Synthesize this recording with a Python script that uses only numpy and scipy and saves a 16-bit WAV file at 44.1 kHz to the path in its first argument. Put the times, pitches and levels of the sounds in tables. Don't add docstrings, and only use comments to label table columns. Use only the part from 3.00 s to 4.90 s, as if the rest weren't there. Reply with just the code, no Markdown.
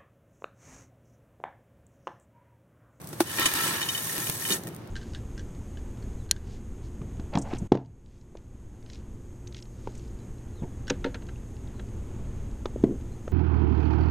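import sys
import numpy as np
from scipy import signal
from scipy.fft import rfft, irfft, next_fast_len
from scipy.io import wavfile

SR = 44100
rng = np.random.default_rng(int(sys.argv[2]) if len(sys.argv) > 2 else 0)


def generate_wav(signal):
    frames = np.transpose(np.atleast_2d(signal))
    scaled = np.clip(frames, -1, 1) * 32767
    pcm = np.round(scaled).astype(np.int16)
    wavfile.write(sys.argv[1], SR, pcm)


N = 83790
TIME = np.arange(N) / SR

# (pitch [Hz], level [dB], t60 [s], phase lead of the left side [rad])
WALL_MODES = [(960, -18, 0.032, -4), (1329, -7, 0.16, -0.1), (1774, -4.5, .06, 3), (1838, 0, 0.049, 1),
              (2050, -5, 0.033, 3), (2398, -4, 0.093, 4), (3015, 1.5, 0.073, 1.9), (3704, -3, 0.08, -1.5),
              (4390, -5.5, 0.06, -1.9), (5240, -3.5, 0.051, 1.5), (6080, -1.5, 0.064, -1.57),
              (6790, -1.5, 0.078, -1), (7830, 1, 0.076, 1.5), (8500, 0, .05, 2), (9820, -2, 0.069, -7),
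              (10580, -0.5, 0.044, 2.5), (11700, 4, 0.035, -1)]


def from_db(db):
    return 10 ** (np.asarray(db) / 20)


def unit_rms(x):
    return x / np.sqrt(np.mean(x ** 2) + 1e-20)


def envelope(points):
    return from_db(np.interp(TIME, *np.transpose(points)))


def eq_curve(points, fft_size):
    hz, db = np.transpose(points)
    bin_hz = np.arange(fft_size // 2 + 1) * SR / fft_size
    return from_db(np.interp(np.log(bin_hz + 1), np.log(hz), db))


def colour(x, points, keep_power=True):
    size = 2 * next_fast_len(N)
    gain = eq_curve(points, size)
    cepstrum = irfft(np.log(unit_rms(gain) if keep_power else gain))
    cepstrum[1:size // 2] *= 2
    cepstrum[size // 2 + 1:] = 0
    return irfft(rfft(x, size) * np.exp(rfft(cepstrum)))[..., :N]


def ring(x, hz, t60):
    radius, angle = from_db(-60 / (t60 * SR)), 2 * np.pi * hz / SR
    return signal.lfilter([0, np.sin(angle)], [1, -2 * radius * np.cos(angle), radius ** 2], x + 1e-18)


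def clicks(times, heights):
    return np.bincount(np.clip(times * SR, 0, N).astype(int), heights, N + 1)[:N]


def grains(per_s, spread_db, size=N, max_lag_s=.00035, pan_db=2.5):
    onsets = np.flatnonzero(rng.random(size) < per_s / SR)
    level_db = spread_db * np.minimum(rng.exponential(1, size), 5)
    height = (from_db(level_db) * rng.choice([-1, 1], size))[onsets]
    lag = rng.uniform(-1, 1, size)[onsets] * max_lag_s * SR / 2
    pan = rng.normal(0, 1, size)[onsets] * pan_db / 2
    channels = [np.bincount((onsets + side * lag).astype(int) % size, height * from_db(side * pan), size)
                for side in (-1, 1)]
    return unit_rms(np.array(channels))


def fracture(start_s, db, decay_s, rise_s=.00054, size=3000):
    t = TIME[:size]
    fade = np.exp(-t / decay_s) * (1 - np.exp(-t / rise_s))
    decay_rms = np.sqrt(np.mean(np.exp(-2 * t / decay_s)))
    cluster = decay_rms * unit_rms(grains(per_s=20000, spread_db=3.5, size=size) * fade)
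    return from_db(db) * np.pad(cluster, ((0, 0), (max(int(start_s * SR), 0), N)))[:, :N]


def outdoor_rumble(level_db=-43.5):
    # (frequency [Hz], level [dB])
    hum_eq = [(25, -30), (55, -23), (80, -9), (113, 1), (135, -4), (162, -1), (220, -10), (350, -12),
              (600, -17), (1200, -23), (2500, -32), (6000, -42), (16000, -52)]
    return from_db(level_db) * colour(rng.standard_normal((2, N)) * np.sqrt(2), hum_eq)


def grit_ticks():
    # (time [s], level [dB])
    ticks = [(0.0158, -37), (0.043, -38), (0.072, -32.5), (0.089, -33.5), (1.635, -33), (1.671, -30),
             (1.678, -33), (1.687, -35), (1.747, -38), (1.763, -37.5), (1.874, -44)]
    # (frequency [Hz], level [dB])
    tick_eq = [(100, -40), (600, -16), (2000, -9), (5000, -6), (9000, 0), (16000, -2)]
    return colour(sum(fracture(s, db, decay_s=.002) for s, db in ticks), tick_eq)


def wall_mode(hits, hz, t60, lead, split=.006):
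    place = rng.uniform(0, 2 * np.pi, N)
    pair_hz = hz * (1 + split * np.array([-.5, .5]))
    poles = from_db(-60 / (t60 * SR)) * np.exp(2j * np.pi * pair_hz / SR)
    pair = sum(signal.lfilter([1], [1, -pole], hits * share + 1e-18)
               for pole, share in zip(poles, (np.cos(place), np.sin(place))))
    return np.imag(pair * np.exp(1j * lead / 2 * np.array([[1], [-1]])))


def pot_wall(flow, modes):
    rings = sum(from_db(db) * wall_mode(flow * grains(per_s=110, spread_db=2.1)[0], hz, t60, lead)
                for hz, db, t60, lead in modes)
    return unit_rms(rings) * np.sqrt(np.mean(flow ** 2))


def pot_hollow(x, t60=.03, wet_db=-4, size=4000):
    t = TIME[:size]
    echoes = rng.standard_normal((2, size)) * from_db(-60 * t / t60) * (t > .001)
    wet = signal.fftconvolve(x, unit_rms(echoes) / np.sqrt(size), axes=1)[:, :N]
    return x + from_db(wet_db) * wet


def pour(crossover_hz=4000):
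    # (time [s], level [dB])
    crumb_flow = [(0, -89), (0.18, -54.5), (0.25, -46.5), (0.29, -41.5), (0.37, -38.5), (0.41, -29.5),
                  (0.5, -34), (0.65, -32), (0.76, -34), (0.86, -38.5), (0.94, -39.5), (1.03, -43),
                  (1.18, -40), (1.38, -46.5), (1.47, -43.5), (1.52, -34.5), (1.555, -38), (1.59, -57.5),
                  (1.7, -59), (1.8, -69)]
    sand_flow = [(0, -55.5), (0.10, -52), (0.18, -50.5), (0.215, -39), (0.25, -47.5), (0.30, -38.5),
                 (0.40, -33.5), (0.5, -35), (0.66, -31), (0.82, -38.5), (1.0, -35.5), (1.12, -35),
                 (1.26, -34.5), (1.37, -37), (1.48, -33), (1.52, -28), (1.56, -35.5), (1.60, -51.5),
                 (1.69, -57), (1.78, -63.5), (1.9, -78)]
    soil_flow = [(0, -64), (0.3, -55), (0.41, -40.5), (0.52, -56), (0.66, -40), (0.85, -50), (1.08, -50.5),
                 (1.2, -43.5), (1.35, -46.5), (1.46, -46.5), (1.52, -35), (1.6, -45), (1.69, -42.5),
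                 (1.76, -50.5), (1.9, -52.5)]
    # (frequency [Hz], level [dB])
    crumb_eq = [(60, -14), (200, -8), (325, 7.5), (580, -3), (740, -6), (950, 3.5), (1150, 2.5),
                (1700, 6.5), (2250, 0), (2700, -1), (4500, -2), (7000, -8), (16000, -22.5)]
    sand_eq = [(200, -13.5), (1000, -3), (3000, -3.5), (6000, 0.5), (9000, 6), (12000, 6.5), (16000, 0.5)]
    soil_eq = [(40, -81), (120, -5.5), (180, 7.5), (250, -2.5), (345, 6), (500, -2.5), (900, -14),
               (3000, -31)]
    patter = colour(envelope(crumb_flow) * grains(per_s=2000, spread_db=2.5), crumb_eq)
    hiss = colour(envelope(sand_flow) * grains(per_s=10000, spread_db=4.5), sand_eq)
    thuds = colour(envelope(soil_flow) * grains(per_s=900, spread_db=3.3), soil_eq)
    low_modes = [mode for mode in WALL_MODES if mode[0] < crossover_hz]
    high_modes = [mode for mode in WALL_MODES if mode[0] >= crossover_hz]
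    pings = from_db(-3) * pot_wall(envelope(crumb_flow), low_modes)
    tinkle = from_db(-5) * pot_wall(envelope(sand_flow), high_modes)
    return pot_hollow(patter + hiss) + pings + tinkle + thuds


def lumps():
    # (time [s], level [dB], pitch [Hz])
    drops = [(.395, -26, 342), (.458, -26, 330), (1.184, -26.5, 318), (1.294, -27.5, 164),
             (1.509, -27.5, 357), (1.544, -29, 373), (1.659, -33, 168)]
    return sum(ring(clicks(np.array([s]), from_db([db])), hz, t60=.045) for s, db, hz in drops)


def clods(contacts=3, breakup_s=.005, first_db=4, bounce_loss_db=6, rolloff_db_per_octave=12.5):
    # (time [s], ring level [dB], shatter level [dB], centre of the ring [Hz])
    hits = [(0.384, -19.5, -52, 1960), (0.392, -32, -46, 1845), (0.4234, -25.5, -29, 2940),
            (0.4565, -18, -16, 2600), (0.460, -21, -40, 1050), (0.464, -26.5, -27, 5800),
            (0.5518, -29, -26.5, 1440), (0.573, -26, -37, 1340), (0.594, -22.5, -44, 1310),
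            (0.815, -25.5, -34, 3100), (0.827, -27, -36, 3500), (0.888, -23, -35, 3500),
            (0.9478, -29, -38, 3060), (0.976, -26.5, -30, 2900), (1.0935, -33.5, -32, 1980),
            (1.159, -32, -40, 1775), (1.218, -35.5, -53, 1845), (1.2688, -29.5, -37, 2500),
            (1.4212, -33, -50, 1845), (1.451, -26, -51, 2540), (1.503, -22.5, -28, 2700),
            (1.511, -25, -33, 3900), (1.520, -20.5, -40, 4200), (1.533, -28, -45, 7000),
            (1.669, -41, -55, 2000)]
    # (frequency [Hz], level [dB])
    shatter_eq = [(200, -16), (680, -4), (1000, 4.5), (2200, 5.5), (3000, -2), (6000, 4.5), (10000, 8),
                  (16000, -11)]
    times, ring_db, _, centre_hz = np.transpose(hits)
    bounces = from_db(first_db - bounce_loss_db * np.arange(contacts)) / np.sqrt(contacts)
    sound = colour(sum(fracture(s, db, decay_s=.0094) for s, _, db, _ in hits), shatter_eq)
    for hz, mode_db, t60, lead in WALL_MODES:
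        octaves_off = abs(np.log2(hz / centre_hz))
        strength = from_db(ring_db + mode_db - rolloff_db_per_octave * octaves_off)
        jitter = rng.random((len(times), contacts))
        contact_s = times[:, None] + breakup_s * (np.arange(contacts) + jitter) / contacts
        strikes = clicks(contact_s.ravel(), np.outer(strength, bounces).ravel())
        sound += wall_mode(strikes, hz, t60, lead)
    return sound


def snaps():
    # (time [s], crunch level [dB], bump level [dB])
    breaks = [(0.3958, -16, -52), (0.4523, -24, -36), (0.5374, -18, -39), (0.6777, -19, -58),
              (1.0708, -25, -60), (1.1798, -21.5, -58), (1.295, -26, -53), (1.2974, -16, -42),
              (1.4878, -24, -60)]
    # (frequency [Hz], level [dB])
    snap_eq = [(80, -19), (170, -15), (600, -2.5), (2000, 0), (6000, -4.5), (9000, 1.5), (12000, 3.5),
               (16000, -1.5)]
    times, _, bump_db = np.transpose(breaks)
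    bump = ring(clicks(times, from_db(bump_db)), hz=52, t60=.055)
    crunch = sum(fracture(s, db, decay_s=.0025) for s, db, _ in breaks)
    return bump + colour(crunch, snap_eq)


def knocks(give_s=.00286, low_cut_hz=267):
    # (time [s], crunch level [dB], thump level [dB])
    hits = [(0.1287, -37, -31), (0.2028, -18.5, -10.5)]
    # (pitch [Hz], level [dB], t60 [s])
    chunk_modes = [(340, 1.5, 0.055), (550, -2, 0.012), (740, -12, 0.019), (820, -10.5, 0.026),
                   (1390, -12, 0.013), (1880, -15.5, 0.015)]
    # (frequency [Hz], level [dB])
    crust_eq = [(200, -6), (700, 12), (2000, 4.5), (4000, 3), (6500, 3), (9000, 5), (13000, 0.5),
                (16000, -2.5)]
    times, _, thump_db = np.transpose(hits)
    impacts = clicks(times + give_s, -from_db(thump_db))
    push = signal.lfilter(*signal.butter(3, low_cut_hz, "high", fs=SR), impacts)
    thump = sum(from_db(db) * ring(push, hz, t60) for hz, db, t60 in chunk_modes)
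    crunch = sum(fracture(s, db, decay_s=.0088) for s, db, _ in hits)
    return thump + colour(crunch, crust_eq)


def scene():
    # (frequency [Hz], side gain [dB])
    width_eq = [(30, -3), (110, -17), (330, -6.5), (700, -4.5), (1300, -2), (2300, -1.5), (5000, 0.5),
                (16000, -1)]
    left, right = knocks() + snaps() + grit_ticks() + clods() + lumps() + pour() + outdoor_rumble()
    mid, side = (left + right) / 2, (left - right) / 2
    side = irfft(rfft(side, 2 * N) * eq_curve(width_eq, 2 * N))[:N]
    return np.array([mid + side, mid - side])


def record(dry):
    # (frequency [Hz], gain [dB])
    left_eq = [(6700, 0), (7300, -6), (8300, -7), (9500, -3), (10500, 2), (11400, 0), (12000, 3),
               (13000, 1), (15500, 0)]
    right_eq = [(6700, 0), (7500, -5), (8000, 2), (8650, 6), (9700, -2), (10900, -3), (11400, -11),
                (11900, -2), (14000, -3), (15500, 0)]
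    cutoff_hz = 15900
    heard = np.array([colour(x, eq, keep_power=False) for x, eq in zip(dry, (left_eq, right_eq))])
    return signal.sosfiltfilt(signal.ellip(10, .05, 60, cutoff_hz, fs=SR, output="sos"), heard)


dry = scene()
out = record(dry)
generate_wav(out)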